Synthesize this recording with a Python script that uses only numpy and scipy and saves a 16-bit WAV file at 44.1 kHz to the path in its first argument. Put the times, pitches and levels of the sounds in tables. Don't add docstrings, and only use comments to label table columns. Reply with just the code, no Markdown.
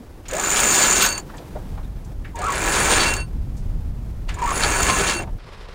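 import sys
import numpy as np
from scipy import signal
from scipy.fft import rfft, irfft, next_fast_len
from scipy.io import wavfile
from scipy.ndimage import uniform_filter1d

SR = 44100
rng = np.random.default_rng(int(sys.argv[2]) if len(sys.argv) > 2 else 0)


def put_to_file(sound):
    columns = np.atleast_2d(sound).T
    safe = np.clip(columns, -1, 1)
    whole_steps = np.round(safe * 32767)
    wavfile.write(sys.argv[1], SR, whole_steps.astype(np.int16))


N = 253134
TIME = np.arange(N) / SR
FULL_SPEED = 120

# (time [s], speed [teeth/s])
SPEED_CURVES = [
    [(0.2828, 31), (0.373, 66), (0.51, 100), (0.58, 120), (0.77, 145), (1.02, 120), (1.08, 72), (1.13, 38),
     (1.2, 14)],
    [(2.356, 27), (2.5366, 61), (2.7, 120), (2.84, 148), (3.05, 120), (3.13, 62), (3.19, 30), (3.23, 7)],
    [(4.2926, 21), (4.372, 19), (4.425, 46), (4.533, 80), (4.62, 120), (4.96, 127), (5.08, 100), (5.16, 55),
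     (5.235, 14)],
]
# (time the rope grips again [s], pawl level [dB], pawl ring [dB], rope level [dB])
PULL_SETTINGS = [(1.165, -12, -1, -0.5), (3.217, -15.3, -9, 0), (5.19, -17, -6, -1)]
# (time [s], level [dB])
HARD_CLICKS = [(0.909, -8), (1.0693, -17), (1.1777, -18), (2.9147, -6.5), (3.1372, -12.5), (3.1647, -20),
               (4.8299, -8)]
# (frequency [Hz], level [dB])
SNAP_SPECTRUM = [(800, -16.5), (2500, -3.5), (5000, -9), (6500, -2), (8000, 0), (9200, -4), (10500, -17.5),
                 (12000, -19.5), (14000, -16), (15800, -18.5)]
# (frequency [Hz], width [Hz], level [dB])
PAWL_TONES = [(7038, 57, 13.5), (7007, 110, 10), (6530, 93, 9.5), (14720, 120, 15)]
MAST_TONES = [(324.6, 5, 3.5), (694, 100, -7.5), (963, 20, -17.5), (1072, 47, -5), (1104, 25, -10.5),
              (1513, 6.4, 7), (1684, 43, -1.5), (2360, 130, 2)]
# (frequency [Hz], level [dB])
RASP_SPECTRUM = [(450, -12), (700, 0), (1100, 2), (1700, 1.5), (2500, -4.5), (3200, -12), (5000, -22),
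                 (10000, -31)]
RUMBLE_SPECTRUM = [(120, -15), (220, -3.5), (330, -2), (430, -1), (600, -7), (900, -13)]
HISS_SPECTRUM = [(1800, -11.5), (3000, 2), (4200, 1), (5600, -4), (8000, -4.5), (10500, -13),
                 (12000, -40.5), (16000, -34.5)]
# (middle time [s], half length [s], hiss [dB], rasp [dB])
ROPE_SLIPS = [(0.583, .025, -24, -30), (0.767, 0.045, -25, -46), (0.85, 0.034, -26, -22.5),
              (0.966, 0.015, -30, -35), (1.033, 0.047, -21, -26.5), (2.553, 0.027, -35, -27.5),
              (2.77, 0.05, -29.5, -28), (2.928, 0.025, -22, -21), (2.98, 0.021, -49, -21),
              (3.03, 0.068, -23.5, -27.5), (4.637, 0.017, -22.5, -25), (4.89, 0.03, -26, -24),
              (5.006, 0.015, -27, -25), (5.1, 0.043, -23.5, -25.5)]
# (time [s], length [s], first pitch [Hz], last pitch [Hz], level [dB], creak against tone [dB])
ROPE_SQUEAKS = [(0.333, 0.068, 585, 727, -29, 3.5), (0.39, 0.1, 1130, 1440, -33, 2),
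                (2.353, 0.043, 950, 930, -34.5, -4.5), (2.397, 0.056, 700, 774, -29, -1),
                (2.431, 0.055, 1150, 1393, -24, -3), (2.483, 0.031, 1130, 1100, -18.5, -6),
                (4.376, 0.041, 1010, 1020, -35, -2), (4.423, 0.0346, 1005, 966, -21, -6),
                (4.48, .04, 1120, 1124, -22, -1.5)]
DRUM_PITCHES = [1058, 1490, 2724, 4506, 6477, 8590, 8764, 10900, 13538]
# (width [Hz], level [dB], time to build and fade [s], share of the pawl ring [0-1])
DRUM_TONES = [(30, -42.5, 0.15, 0), (30, -38, .08, 0), (26, -36, 0.075, 0.1), (16, -35, 0.11, 0.41),
              (18, -32, .07, 0.89), (70, -38.5, 0.099, .4), (29, -37.5, 0.076, 0),
              (216, -49.5, 0.056, 0.16), (43, -57.5, .05, 0.79)]
# (time [s], frequency [Hz], level [dB])
DRUM_CATCHES = [(0.59, 4506, -39), (0.92, 6477, -24), (1.03, 2724, -27), (1.03, 6477, -31),
                (1.03, 13538, -27), (1.04, 1490, -25.5), (1.105, 4506, -28.5), (1.15, 4506, -40),
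                (2.92, 8764, -26), (3.005, 4506, -23), (3.055, 2724, -19), (3.13, 2724, -27),
                (3.21, 2724, -41), (4.64, 4506, -31), (4.9, 1058, -17), (4.92, 2724, -35), (5.1, 2724, -29),
                (5.185, 2724, -30)]
# (frequency [Hz], width [Hz], level [dB])
RIM_TONES = [(10710, 100, -1), (10960, 70, -9)]
# (time [s], length [s], level [dB])
RIM_WHISTLES = [(0.543, 0.069, -38), (2.555, 0.052, -39), (2.701, 0.12, -34), (2.94, 0.26, -49),
                (4.535, 0.037, -34), (4.602, 0.073, -34.5), (4.78, 0.39, -40)]
# (time [s], level [dB], pitch [Hz], width [share of pitch], time to fade by 60 dB [s])
GEAR_KNOCKS = [(0.252, -39.5, 1500, 1.5, 0.12), (1.174, -28, 840, 0.66, 0.084),
               (1.293, -36, 980, 0.72, 0.09), (1.333, -39, 790, 0.78, 0.2), (1.335, -43, 1690, 0.072, 0.2),
               (1.366, -41, 7000, 0.4, .06), (1.378, -36.5, 3000, 0.69, 0.051), (1.385, -34, 370, 0.6, 0.2),
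               (1.553, -27.5, 590, 0.44, 0.14), (1.772, -37.5, 725, 0.65, 0.19),
               (1.825, -50, 1190, 1.4, .08), (1.835, -45, 3600, 0.032, 0.079),
               (2.043, -50, 6000, 0.78, 0.098), (2.243, -37.5, 1670, 0.44, 0.17),
               (3.564, -50.5, 5770, 0.81, 0.22), (4.28, -40, 2800, 0.65, 0.11),
               (4.286, -27, 1150, 1.55, 0.11), (5.151, -23, 345, 0.068, 0.23), (5.19, -31, 550, 0.62, 0.29),
               (5.269, -30.5, 750, 0.46, 0.087), (5.658, -33, 794, 0.34, 0.046)]
# (time [s], deep buffets [dB], flutter above them [dB])
WIND_LEVELS = [(0.0, -49, -36), (0.06, -41.5, -56), (0.7, -35.5, -38.5), (0.8, -47, -38.5),
               (0.91, -32.5, -40), (1.45, -44.5, -41.5), (1.55, -30, -36), (2.49, -32.5, -42.5),
               (2.78, -28.5, -35), (3.74, -25, -35.5), (4.28, -28.5, -41), (4.89, -25.5, -30.5),
               (4.92, -42, -29), (4.99, -28, -31), (5.13, -33.5, -39), (5.35, -26, -36.5), (5.4, -43, -45),
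               (5.74, -38, -50)]
# (frequency [Hz], level [dB])
BUFFET_SPECTRUM = [(10, -10.5), (22, -2), (36, 2.5), (70, -4.5), (110, -11), (200, -28.5)]
FLUTTER_SPECTRUM = [(55, -8), (95, -1.5), (160, -1), (250, -9), (400, -29), (800, -40.5)]
# (time [s], level [dB])
SEA_LOUDNESS = [(0.2, -46.5), (1.55, -41.5), (1.95, -46.5), (5.38, -47)]
# (frequency [Hz], level [dB])
SEA_SPECTRUM = [(180, -8), (300, -4.5), (480, -9.5), (750, -13.5), (1300, -20.5), (2800, -28.5),
                (7300, -34), (16000, -37.5)]
WASH_SPECTRUM = [(150, -24), (300, -9.5), (450, -3), (700, -9), (1000, -7), (1600, -11), (3000, -16),
                 (5200, -20), (6200, -28.5), (9000, -32.5), (16000, -47)]


def ratchet(speed, pawl_db, uneven_db=2.02, jitter_s=0.00054, bounce_s=0.005, bounce_db=-7):
    teeth_passed = np.ceil(np.cumsum(speed) * FULL_SPEED / SR)
    teeth = np.flatnonzero(np.diff(teeth_passed, prepend=0))
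    jitter, uneven, loose = rng.standard_normal((1000, 3))[:len(teeth)].T
    times = TIME[teeth] + jitter_s * jitter
    strengths = speed[teeth] * from_db(pawl_db[teeth] + uneven_db * uneven)
    bounce_times = times + bounce_s * np.exp(loose / 2)
    return np.r_[times, bounce_times], np.r_[strengths, from_db(bounce_db) * strengths]


def pawls(speeds, pawl_db, ring_db, snap_s=0.028, tail_s=0.069, tail_db=-13):
    hard_s, hard_db = np.transpose(HARD_CLICKS)
    clicks = [ratchet(speed, pawl_db) for speed in speeds]
    times, strengths = np.hstack(clicks + [(hard_s, from_db(hard_db))])
    power = np.zeros(N)
    np.add.at(power, (times * SR).astype(int), strengths ** 2)
    power = lagged(power, lag_s=0.0005)
    envelope = np.sqrt(decay(power, snap_s) + from_db(tail_db) ** 2 * decay(power, tail_s))
    snap = colour(envelope * rng.standard_normal(N), SNAP_SPECTRUM)
    return snap + from_db(ring_db) * ringing(snap, PAWL_TONES)


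def rope(speed, rasp_db=-23.5, rumble_db=-29, hiss_db=-37):
    slip_hiss, slip_rasp = sum(from_db([[hiss], [rasp]]) * np.exp(-((TIME - s) / half_s) ** 2)
                               for s, half_s, hiss, rasp in ROPE_SLIPS)
    rasp = through_mast(noise(RASP_SPECTRUM, grain_db=1.9, grain_rate=350))
    rumble = through_mast(noise(RUMBLE_SPECTRUM, grain_db=1.5, grain_rate=150))
    hiss = noise(HISS_SPECTRUM, grain_db=3.4, grain_rate=400)
    rasp *= np.hypot(from_db(rasp_db) * speed ** 1.12, slip_rasp)
    rumble *= np.hypot(from_db(rumble_db) * speed ** 0.92, from_db(-7) * slip_rasp)
    hiss *= np.hypot(from_db(hiss_db) * speed ** 0.88, slip_hiss)
    judder = from_db(0.5 * drift(60))
    return judder * (rasp + rumble + hiss)


def through_mast(x):
    return rms_one(x + ringing(x, MAST_TONES))


def squeaks(overtone_db=-22):
    out = np.zeros(N)
    for s, length, first_hz, last_hz, db, creak_db in ROPE_SQUEAKS:
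        hz = np.interp(TIME, [s, s + length], [first_hz, last_hz])
        wobble = 1 + 0.05 * from_db(creak_db) * drift(250)
        phase = 2 * np.pi * np.cumsum(hz * wobble) / SR
        creak = (drift(380) * np.sin(phase) + drift(380) * np.cos(phase)) / np.sqrt(2)
        tone = np.sin(phase) + from_db(overtone_db) * np.sin(2 * phase)
        envelope = between(s, s + length, attack_s=0.015, release_s=0.016)
        out += from_db(db) * envelope * (tone + from_db(creak_db) * creak)
    return out


def drum(speed, ring_db, catch_db=-1, attack_s=0.0095, fade_s=0.035):
    rub = speed ** 1.6
    levels = [from_db(db + share * ring_db) * lagged(rub, lag_s) for _, db, lag_s, share in DRUM_TONES]
    for s, hz, db in DRUM_CATCHES:
        nearest = np.argmin(np.abs(np.array(DRUM_PITCHES) - hz))
        from_peak = np.maximum((s - TIME) / attack_s, (TIME - s) / fade_s)
        levels[nearest] += from_db(db + catch_db) * np.exp(-from_peak.clip(max=20))
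    return sum(level * singing(hz, width)
               for level, hz, (width, *_) in zip(levels, DRUM_PITCHES, DRUM_TONES))


def singing(hz, width, flare_db=1.5):
    ring = resonate(resonate(rng.standard_normal(N), hz, width), hz, width)
    return evened(ring, window_s=0.14) * from_db(flare_db * drift(22))


def whistles():
    envelope = sum(from_db(db) * between(s, s + length, attack_s=0.019, release_s=0.03)
                   for s, length, db in RIM_WHISTLES)
    return envelope * sum(from_db(db) * singing(hz, width) for hz, width, db in RIM_TONES)


def knocks(boost_db=2, attack_s=0.0081):
    out, age = np.zeros(N), TIME[:SR // 3]
    attack = np.minimum(age / attack_s, 1)
    for s, db, hz, width, fade_s in GEAR_KNOCKS:
        thud = resonate(rng.standard_normal(len(age)), hz, width * hz)
        thud = rms_one(resonate(thud, hz, 2 * width * hz))
        thud *= attack * from_db(db + boost_db - 60 * age / fade_s)
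        start = int(s * SR)
        out[start:start + len(age)] += thud[:N - start]
    return out


def deck_echoes(x, echo_db=-12, fade_s=0.05, count=24):
    distance, flip = rng.random((count, 2)).T
    delays_s = 0.002 + 0.03 * distance
    strengths = rms_one(from_db(-60 * delays_s / fade_s)) * np.sign(flip - 0.5) / np.sqrt(count)
    echoes = sum(gain * np.interp(TIME - delay, TIME, x) for delay, gain in zip(delays_s, strengths))
    return (x + from_db(echo_db) * echoes) / np.hypot(1, from_db(echo_db))


def wind(buffet_trim_db=1, flutter_trim_db=-1):
    buffet_db, flutter_db = in_time(WIND_LEVELS)
    buffet = evened(noise(BUFFET_SPECTRUM), window_s=0.86)
    flutter = evened(noise(FLUTTER_SPECTRUM, grain_db=3.5, grain_rate=40), window_s=0.18)
    return from_db(buffet_db + buffet_trim_db) * buffet + from_db(flutter_db + flutter_trim_db) * flutter


def water(wash_start_s=5.385, wash_db=-48, rise_db_per_s=17):
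    sea = from_db(in_time(SEA_LOUDNESS)[0]) * noise(SEA_SPECTRUM, grain_db=1, grain_rate=90)
    swell = from_db(wash_db + rise_db_per_s * (TIME - wash_start_s))
    wash = swell * noise(WASH_SPECTRUM, grain_db=2, grain_rate=90)
    return np.where(TIME < wash_start_s, sea, wash)


def from_db(db):
    return 10 ** (np.asarray(db) / 20)


def rms_one(x):
    return x / np.sqrt(np.mean(x ** 2) + 1e-20)


def evened(x, window_s):
    size = int(window_s * SR / 2)
    power = uniform_filter1d(uniform_filter1d(x * x, size), size)
    return x / np.sqrt(np.abs(power) + 1e-5 * np.mean(x * x))


def in_time(rows):
    times, *columns = np.transpose(rows)
    return [np.interp(TIME, times, column) for column in columns]


def between(start, end, attack_s, release_s):
    return np.clip(np.minimum((TIME - start) / attack_s, (end - TIME) / release_s) + 1, 0, 1)


def lagged(x, lag_s):
    keep = np.exp(-1 / (lag_s * SR))
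    return signal.lfilter([1 - keep], [1, -keep], x + 1e-18)


def decay(power, fade_s):
    return signal.lfilter([1], [1, -from_db(-120 / (fade_s * SR))], power + 1e-18)


def drift(rate):
    points = rng.standard_normal(N // 32)
    return np.interp(TIME * rate, np.arange(len(points)), points) * np.sqrt(3 / 2)


def colour(x, spectrum):
    hz, db = np.transpose(spectrum)
    size = 2 * next_fast_len(N // 2 + SR // 8)
    grid_hz = np.maximum(np.arange(size // 2 + 1) * SR / size, 1)
    octaves_outside = np.maximum(np.log2(hz[0] / grid_hz), 0) + np.maximum(np.log2(grid_hz / hz[-1]), 0)
    gain = from_db(np.interp(np.log(grid_hz), np.log(hz), db) - 20 * octaves_outside)
    cepstrum = irfft(np.log(gain))
    cepstrum[1:size // 2] *= 2
    cepstrum[size // 2 + 1:] = 0
    return irfft(rfft(x, size) * np.exp(rfft(cepstrum)))[:N]


def noise(spectrum, grain_db=0, grain_rate=100):
    grainy = rng.standard_normal(N) * from_db(grain_db * drift(grain_rate))
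    return rms_one(colour(grainy, spectrum))


def resonate(x, hz, width):
    radius = np.exp(-np.pi * width / SR)
    feedback = [1, -2 * radius * np.cos(2 * np.pi * hz / SR), radius ** 2]
    return signal.lfilter(np.array([1, 0, -1]) * (1 - radius ** 2) / 2, feedback, x + 1e-18)


def ringing(x, tones):
    return sum(from_db(db) * resonate(x, hz, width) for hz, width, db in tones)


def scene(pull_s=0.92, grip_s=0.058, stretch_lag_s=0.01):
    speeds = [np.interp(TIME, *np.transpose(curve), left=0, right=0) / FULL_SPEED
              for curve in SPEED_CURVES]
    speed = sum(speeds)
    pulls = np.array(PULL_SETTINGS)
    current_pull = np.maximum(np.searchsorted(pulls[:, 0] - pull_s, TIME) - 1, 0)
    end_s, pawl_db, ring_db, rope_db = pulls[current_pull].T
    clicks = pawls(speeds, pawl_db, ring_db)
    sliding = from_db(rope_db) * rope(lagged(speed, stretch_lag_s))
    winch = deck_echoes(clicks + sliding + squeaks())
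    free = between(end_s - pull_s, end_s, grip_s, grip_s)
    return (winch + free * drum(speed, ring_db) + whistles() + knocks() + wind() + water())[None]


def record(dry, cutoff_hz=15800):
    return signal.sosfilt(signal.ellip(12, 0.2, 90, cutoff_hz, fs=SR, output="sos"), dry)


dry = scene()
out = record(dry)
put_to_file(out)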